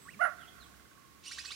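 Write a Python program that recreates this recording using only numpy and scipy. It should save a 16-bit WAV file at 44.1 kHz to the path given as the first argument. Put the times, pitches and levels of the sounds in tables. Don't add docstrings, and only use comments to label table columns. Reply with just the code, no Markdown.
import sys
import numpy as np
from scipy import signal
from scipy.fft import rfft, irfft, next_fast_len
from scipy.io import wavfile
from scipy.ndimage import map_coordinates

SR = 44100
rng = np.random.default_rng(int(sys.argv[2]) if len(sys.argv) > 2 else 0)


def log_audio(samples):
    frames = np.atleast_2d(samples).T
    limited = np.clip(frames, -1, 1)
    pcm = np.round(limited * 32767).astype(np.int16)
    wavfile.write(sys.argv[1], SR, pcm)


N = 68355

# time in seconds, pitch in Hz, level before the throat in dB,
# extra ring of harmonic 2 in dB, roughness factor.
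SQUAWK_CONTOUR = [(.191, 566.6, -48.5, 4.5, 0.04), (.2, 581.3, -39, 6.5, 0.25),
                  (.21, 678.7, -26, -4.5, 0.1), (.218, 744.3, -21.5, 2, 0.31), (.226, 652.5, -21.5, -2, 0),
                  (.235, 750.2, -26, 3, 0.48), (.246, 699, -26.5, 7, 0.65), (.2495, 701, -27.5, -4.5, 1.23),
                  (.254, 750.6, -22.5, 3, .8), (.26, 705, -30, 6, 0.86), (.273, 631, -29, 0, 1.14),
                  (.285, 624, -38, 0, 1.23), (.303, 540, -45.5, 0, 1)]
# frequency in Hz, gain in dB.
SQUAWK_THROAT = [(350, -40), (570, -13), (640, -10), (1100, -8), (1300, -8), (1450, -4), (1720, -14),
                 (2000, -14), (2350, -32.5), (2900, -32), (3500, -53), (9000, -74)]
# frequency in Hz, relative density in dB.
SQUAWK_RASP_SPECTRUM = [(450, -31), (800, 1), (950, -4), (1150, 10), (1450, -1), (1900, 8.5), (2300, -17),
                        (2600, -37)]
# time in seconds, pitch in Hz, level in dB.
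OVERTONE_CONTOUR = [(.198, 9960, -79), (.215, 9850, -57), (.225, 10000, -71), (.24, 10300, -51.5),
                    (.28, 10040, -78)]
# start in seconds, length in seconds, low pitch in Hz, top pitch in Hz,
# level in dB, fade in dB per second, then gains in dB of harmonics 1, 2, 3 on the held top.
CHATTER_NOTES = [(1.252, 0.039, 2100, 2942, -51.5, 2, 1, 7.5, 10),
                 (1.306, 0.047, 1100, 2800, -48, 104, -11, -0.5, -7.5),
                 (1.375, .042, 1002, 2554, -46.5, 150, 3, 4.5, 3),
                 (1.442, 0.0566, 998, 2581, -49, 28, 2.5, -8, 8),
                 (1.504, 0.045, 950, 2492, -49, 202, 1, -5, 7)]
# gain in dB, for harmonics 1 to 5.
CHATTER_HARMONICS_DB = [1, -2.5, -7.5, -4, -24]
# frequency in Hz, gain in dB.
CHATTER_THROAT = [(1000, 7), (1600, -1.5), (2550, -7), (3300, 5), (4500, 5), (5200, -1.5), (5800, 2),
                  (7500, -8), (8800, 1), (10000, -15.5), (14000, -15)]
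# frequency in Hz, relative density in dB.
CHATTER_HOARSE_SPECTRUM = [(900, -45), (1600, 2), (3000, -14), (5000, -2), (9300, -8), (13000, -19),
                           (16000, -48)]
# time in seconds, level in dB.
CHATTER_RASP_ENVELOPE = [(1.222, -86), (1.24, -55.5), (1.27, -51.5), (1.35, -50.5), (1.44, -53.5),
                         (1.55, -52.5)]
# frequency in Hz, relative density in dB.
CHATTER_RASP_SPECTRUM = [(500, -63), (1700, -38), (2200, -10), (2650, -2.5), (4600, -3.5), (5800, -5.5),
                         (8000, -11.5), (11000, -23.5), (16000, -51)]
# time in seconds, pitch in Hz, level in dB.
WHOOP_CONTOUR = [(.052, 1080, -62.5), (.07, 1117, -54), (.08, 1442, -57.5), (.091, 1873, -45),
                 (.1, 2163, -57), (.113, 2855, -59), (.13, 2850, -63), (.141, 2400, -55), (.149, 2150, -59)]
# start in seconds, length in seconds, start, middle and end pitch in Hz, level in dB.
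WHISTLE_NOTES = [(-.04, 0.18, 8040, 8050, 8400, -66), (0.378, 0.095, 3750, 3164, 2365, -64),
                 (0.469, 0.038, 3230, 3315, 3180, -58), (0.626, 0.046, 8100, 7920, 7780, -71.5),
                 (0.591, 0.069, 4530, 3853, 3060, -61), (1.503, 0.0081, 2627, 3310, 4500, -45.5)]
# peak time in seconds, level in dB.
PIP_NOTES = [(.629, -55), (0.686, -59), (.742, -54.5), (.799, -57.5), (.857, -59), (0.915, -57.5),
             (.977, -56.5)]
# time in seconds, pitch in Hz, level in dB.
LOW_NOTE_CONTOUR = [(.04, 167.3, -70.5), (.14, 164.4, -64), (.16, 193.4, -61), (.185, 219, -56.5),
                    (.21, 242, -91)]
# delay in seconds, gain in dB.
TRUNK_ECHOES = [(.022, -12.5), (.043, -27.5), (.069, -17.5)]
FAR_TREE_ECHOES = [(.16, -24), (.33, -31.5)]
# frequency in Hz, T60 in seconds.
FOREST_T60 = [(600, 1.65), (1500, 1.02), (4000, 0.46), (12000, 0.33)]
# frequency in Hz, relative density in dB.
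HISS_LEFT_SPECTRUM = [(25, -36), (60, -13), (150, -2), (300, -4.5), (700, -12.5), (1400, -14.5),
                      (3000, -24.5), (6000, -19), (10000, -22.5), (12000, -35.5), (16000, -43)]
HISS_RIGHT_SPECTRUM = [(25, -32), (60, -0.5), (150, -4), (300, -4.5), (500, -14.5), (850, -18), (1400, -9),
                       (3000, -15.5), (6000, -19), (10000, -21.5), (16000, -21.5)]
# time in seconds, gain in dB.
HISS_ENVELOPE = [(0, 2), (.55, 1.5), (.9, -0.5), (1.55, 0)]
# centre in Hz, half-width in Hz, level in dB, left minus right in dB.
DRONE_BANDS = [(69.2, 2.8, -72.5, -15), (1105.5, 52, -70.5, -15), (2070, 31, -78.5, -7.5)]

TOP_HZ = 15850


def squawk(rasp_db=-11.5, hiss_db=-38.5):
    hz, db, ring_db, rough, gate = curves(SQUAWK_CONTOUR)
    jitter = .032 * rough * wobble(650)
    harmonics_db = [0, ring_db, 0, 0, 0, 0, 0, 0]
    voiced = voice(hz * (1 + jitter), SQUAWK_THROAT, flutter=.32 * rough, harmonics_db=harmonics_db)
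    rasp = amp(rasp_db) * rough * noise(SQUAWK_RASP_SPECTRUM)
    hiss = amp(hiss_db) * noise([(500, -40), (1500, 0), (4000, -3), (7000, -5), (12000, -16)])
    return gate * amp(db) * (voiced + rasp + hiss)


def overtone():
    hz, db, gate = curves(OVERTONE_CONTOUR)
    return gate * amp(db) * tone(hz * (1 + .0236 * wobble(1200)))


def among_trunks(call, left_lag_s=.000697):
    outgoing = thinned(call)
    blurred = scatter(outgoing, [(1000, .1)], rise_s=.002)
    far_trees = echoes(thinned(blurred), FAR_TREE_ECHOES)
    ring = scatter(outgoing, FOREST_T60, rise_s=.024)
    diffuse = amp(-9.5) * blurred + far_trees + amp(-26) * ring
    left, right = pan(-16) * (call + echoes(outgoing, TRUNK_ECHOES)) + pan(-19.5) * diffuse
    return np.array([echoes(left, [(left_lag_s, 0)]), right])


def chatter(sweep_mid_s=.012, sweep_s=.008, attack_s=.011, hold_s=.019, release_s=.0081, hoarse_db=-7):
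    notes, effort = np.zeros(N), np.zeros(N)
    for start_s, length_s, low_hz, top_hz, db, fade_db_per_s, *held_db in CHATTER_NOTES:
        t = clock() - start_s
        climb = (1 + np.tanh((t - sweep_mid_s) / sweep_s)) / 2
        jitter = (.05 - .044 * climb) * wobble(2000)
        hz = (low_hz + (top_hz - low_hz) * climb) * (1 + jitter)
        gate = np.clip(t / attack_s, 0, 1) * np.clip((length_s - t) / release_s, 0, 1)
        level = gate * amp(db - fade_db_per_s * np.clip(t - hold_s, 0, length_s))
        held = np.clip(2 * (t / hold_s - 1), 0, 1)
        harmonics_db = [base + held * gain for base, gain in zip(CHATTER_HARMONICS_DB, held_db + [0, 0])]
        notes += level * voice(hz, CHATTER_THROAT, flutter=.55 - .33 * held, harmonics_db=harmonics_db)
        effort += level * (1 - held / 2)
    hoarse = amp(hoarse_db) * effort * noise(CHATTER_HOARSE_SPECTRUM)
    rasp_db, rasp_gate = curves(CHATTER_RASP_ENVELOPE)
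    rasp = rasp_gate * amp(rasp_db) * noise(CHATTER_RASP_SPECTRUM)
    call = perch_reflection(notes + (hoarse + rasp) * amp(wobble(250)))
    return place(call, balance_db=-6, leaves_db=-5, leaves_t60_s=.089, forest_db=-12.5,
                 echo_balance_db=-3.5)


def whoop():
    hz, db, gate = curves(WHOOP_CONTOUR)
    hz = hz * (1 + .015 * wobble(1200))
    partials = tone(hz) + amp(-41) * tone(2 * hz) + amp(-27) * tone(4 * hz)
    call = perch_reflection(gate * amp(db) * partials)
    return place(call, balance_db=-9, leaves_db=-14, leaves_t60_s=.12, forest_db=-20)


def whistles(waver_hz=130):
    out = np.zeros(N)
    for start_s, length_s, *pitches_hz, db in WHISTLE_NOTES:
        progress = np.clip((clock() - start_s) / length_s, 0, 1)
        hz = np.polyval(np.polyfit([0, .5, 1], pitches_hz, 2), progress)
        out += amp(db) * np.sin(np.pi * progress) * tone(hz + waver_hz * wobble(1200))
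    return place(out, balance_db=-9, leaves_db=-2, leaves_t60_s=.18, forest_db=-8)


def pips(pitch_hz=1546, sigma_s=.0013):
    level = sum(amp(db) * np.exp(-((clock() - peak_s) / sigma_s) ** 2 / 2) for peak_s, db in PIP_NOTES)
    call = level * tone(np.full(N, pitch_hz))
    return place(call, balance_db=-8, leaves_db=-11, leaves_t60_s=.15, forest_db=-16)


def low_note():
    hz, db, gate = curves(LOW_NOTE_CONTOUR)
    hz = hz * (1 + .12 * wobble(200))
    return pan(-9) * gate * amp(db) * (tone(hz) + amp(-13) * tone(2 * hz))


def foliage(left_db=-62, right_db=-57.5):
    swell = amp(curves(HISS_ENVELOPE)[0] + .4 * wobble(6))
    left = amp(left_db) * noise(HISS_LEFT_SPECTRUM)
    right = amp(right_db) * noise(HISS_RIGHT_SPECTRUM)
    return swell * np.array([left, right])


def drones(waver_db=3.5):
    out = np.zeros((2, N))
    for centre_hz, half_width_hz, db, balance_db in DRONE_BANDS:
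        band = filtered(rng.standard_normal(N),
                        lambda hz: 1 / (1 + ((hz - centre_hz) / half_width_hz) ** 4))
        out += pan(balance_db) * amp(db + waver_db * wobble(8.65)) * unit_rms(band)
    return out


def place(call, balance_db, leaves_db, leaves_t60_s, forest_db, echo_balance_db=-5):
    leaves = amp(leaves_db) * scatter(call, [(1000, leaves_t60_s)], rise_s=.0014)
    ring = amp(forest_db) * scatter(call, FOREST_T60, rise_s=.036)
    return pan(balance_db) * call + pan(echo_balance_db) * (leaves + ring)


def perch_reflection(call, delay_s=.00266, gain_db=-8):
    return echoes(call, [(0, 0), (delay_s, gain_db)]) / np.hypot(1, amp(gain_db))


def scatter(x, t60_rows, rise_s):
    hz, t, bins = signal.stft(rng.standard_normal((2, SR)), SR, nperseg=256)
    decay = amp(-60 * t / along(t60_rows, hz)[:, None])
    tail = signal.istft(bins * decay, SR, nperseg=256)[1]
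    tail *= 1 - np.exp(-np.arange(tail.shape[1]) / SR / rise_s)
    tail /= np.linalg.norm(tail, axis=1, keepdims=True)
    return signal.fftconvolve(x[None], tail, axes=1)[:, :N]


def echoes(x, rows):
    return filtered(x, lambda hz: sum(amp(db) * np.exp(-2j * np.pi * hz * s) for s, db in rows))


def thinned(x, corner_hz=920):
    return filtered(x, lambda hz: 1j * hz / (corner_hz + 1j * hz))


def voice(hz, throat, flutter, harmonics_db):
    out = np.zeros(N)
    for k, db in enumerate(harmonics_db, 1):
        gain = amp(db + along(throat, k * hz)) * (k * hz < TOP_HZ)
        out += gain * tone(k * hz) * (1 + flutter * wobble(320))
    return out


def tone(hz):
    return np.sqrt(2) * np.sin(2 * np.pi * np.cumsum(hz) / SR)


def noise(spectrum):
    return unit_rms(filtered(rng.standard_normal(N), lambda hz: amp(along(spectrum, hz))))


def filtered(x, response):
    size = next_fast_len(N + SR // 2)
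    return irfft(rfft(x, size) * response(np.fft.rfftfreq(size, 1 / SR)), size)[..., :N]


def wobble(knots_per_s):
    knots = rng.standard_normal(int(N * knots_per_s / SR) + 4)
    return map_coordinates(knots, [clock() * knots_per_s])


def curves(rows):
    times_s, *columns = np.transpose(rows)
    gate = (clock() >= times_s[0]) & (clock() <= times_s[-1])
    return [np.interp(clock(), times_s, column) for column in columns] + [gate]


def along(points, hz):
    points_hz, values = np.transpose(points)
    return np.interp(np.log(np.abs(hz) + 1), np.log(points_hz + 1), values)


def pan(balance_db):
    gains = amp([[balance_db / 2], [-balance_db / 2]])
    return gains / gains.mean()


def amp(db):
    return 10 ** (np.asarray(db) / 20)


def unit_rms(x):
    return x / np.sqrt(np.mean(x ** 2) + 1e-20)


def clock():
    return np.arange(N) / SR


def scene():
    birds = low_note() + among_trunks(squawk() + overtone()) + chatter() + whistles() + whoop() + pips()
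    return birds + foliage() + drones()


def record(dry):
    return filtered(dry, lambda hz: hz < TOP_HZ)


dry = scene()
out = record(dry)
log_audio(out)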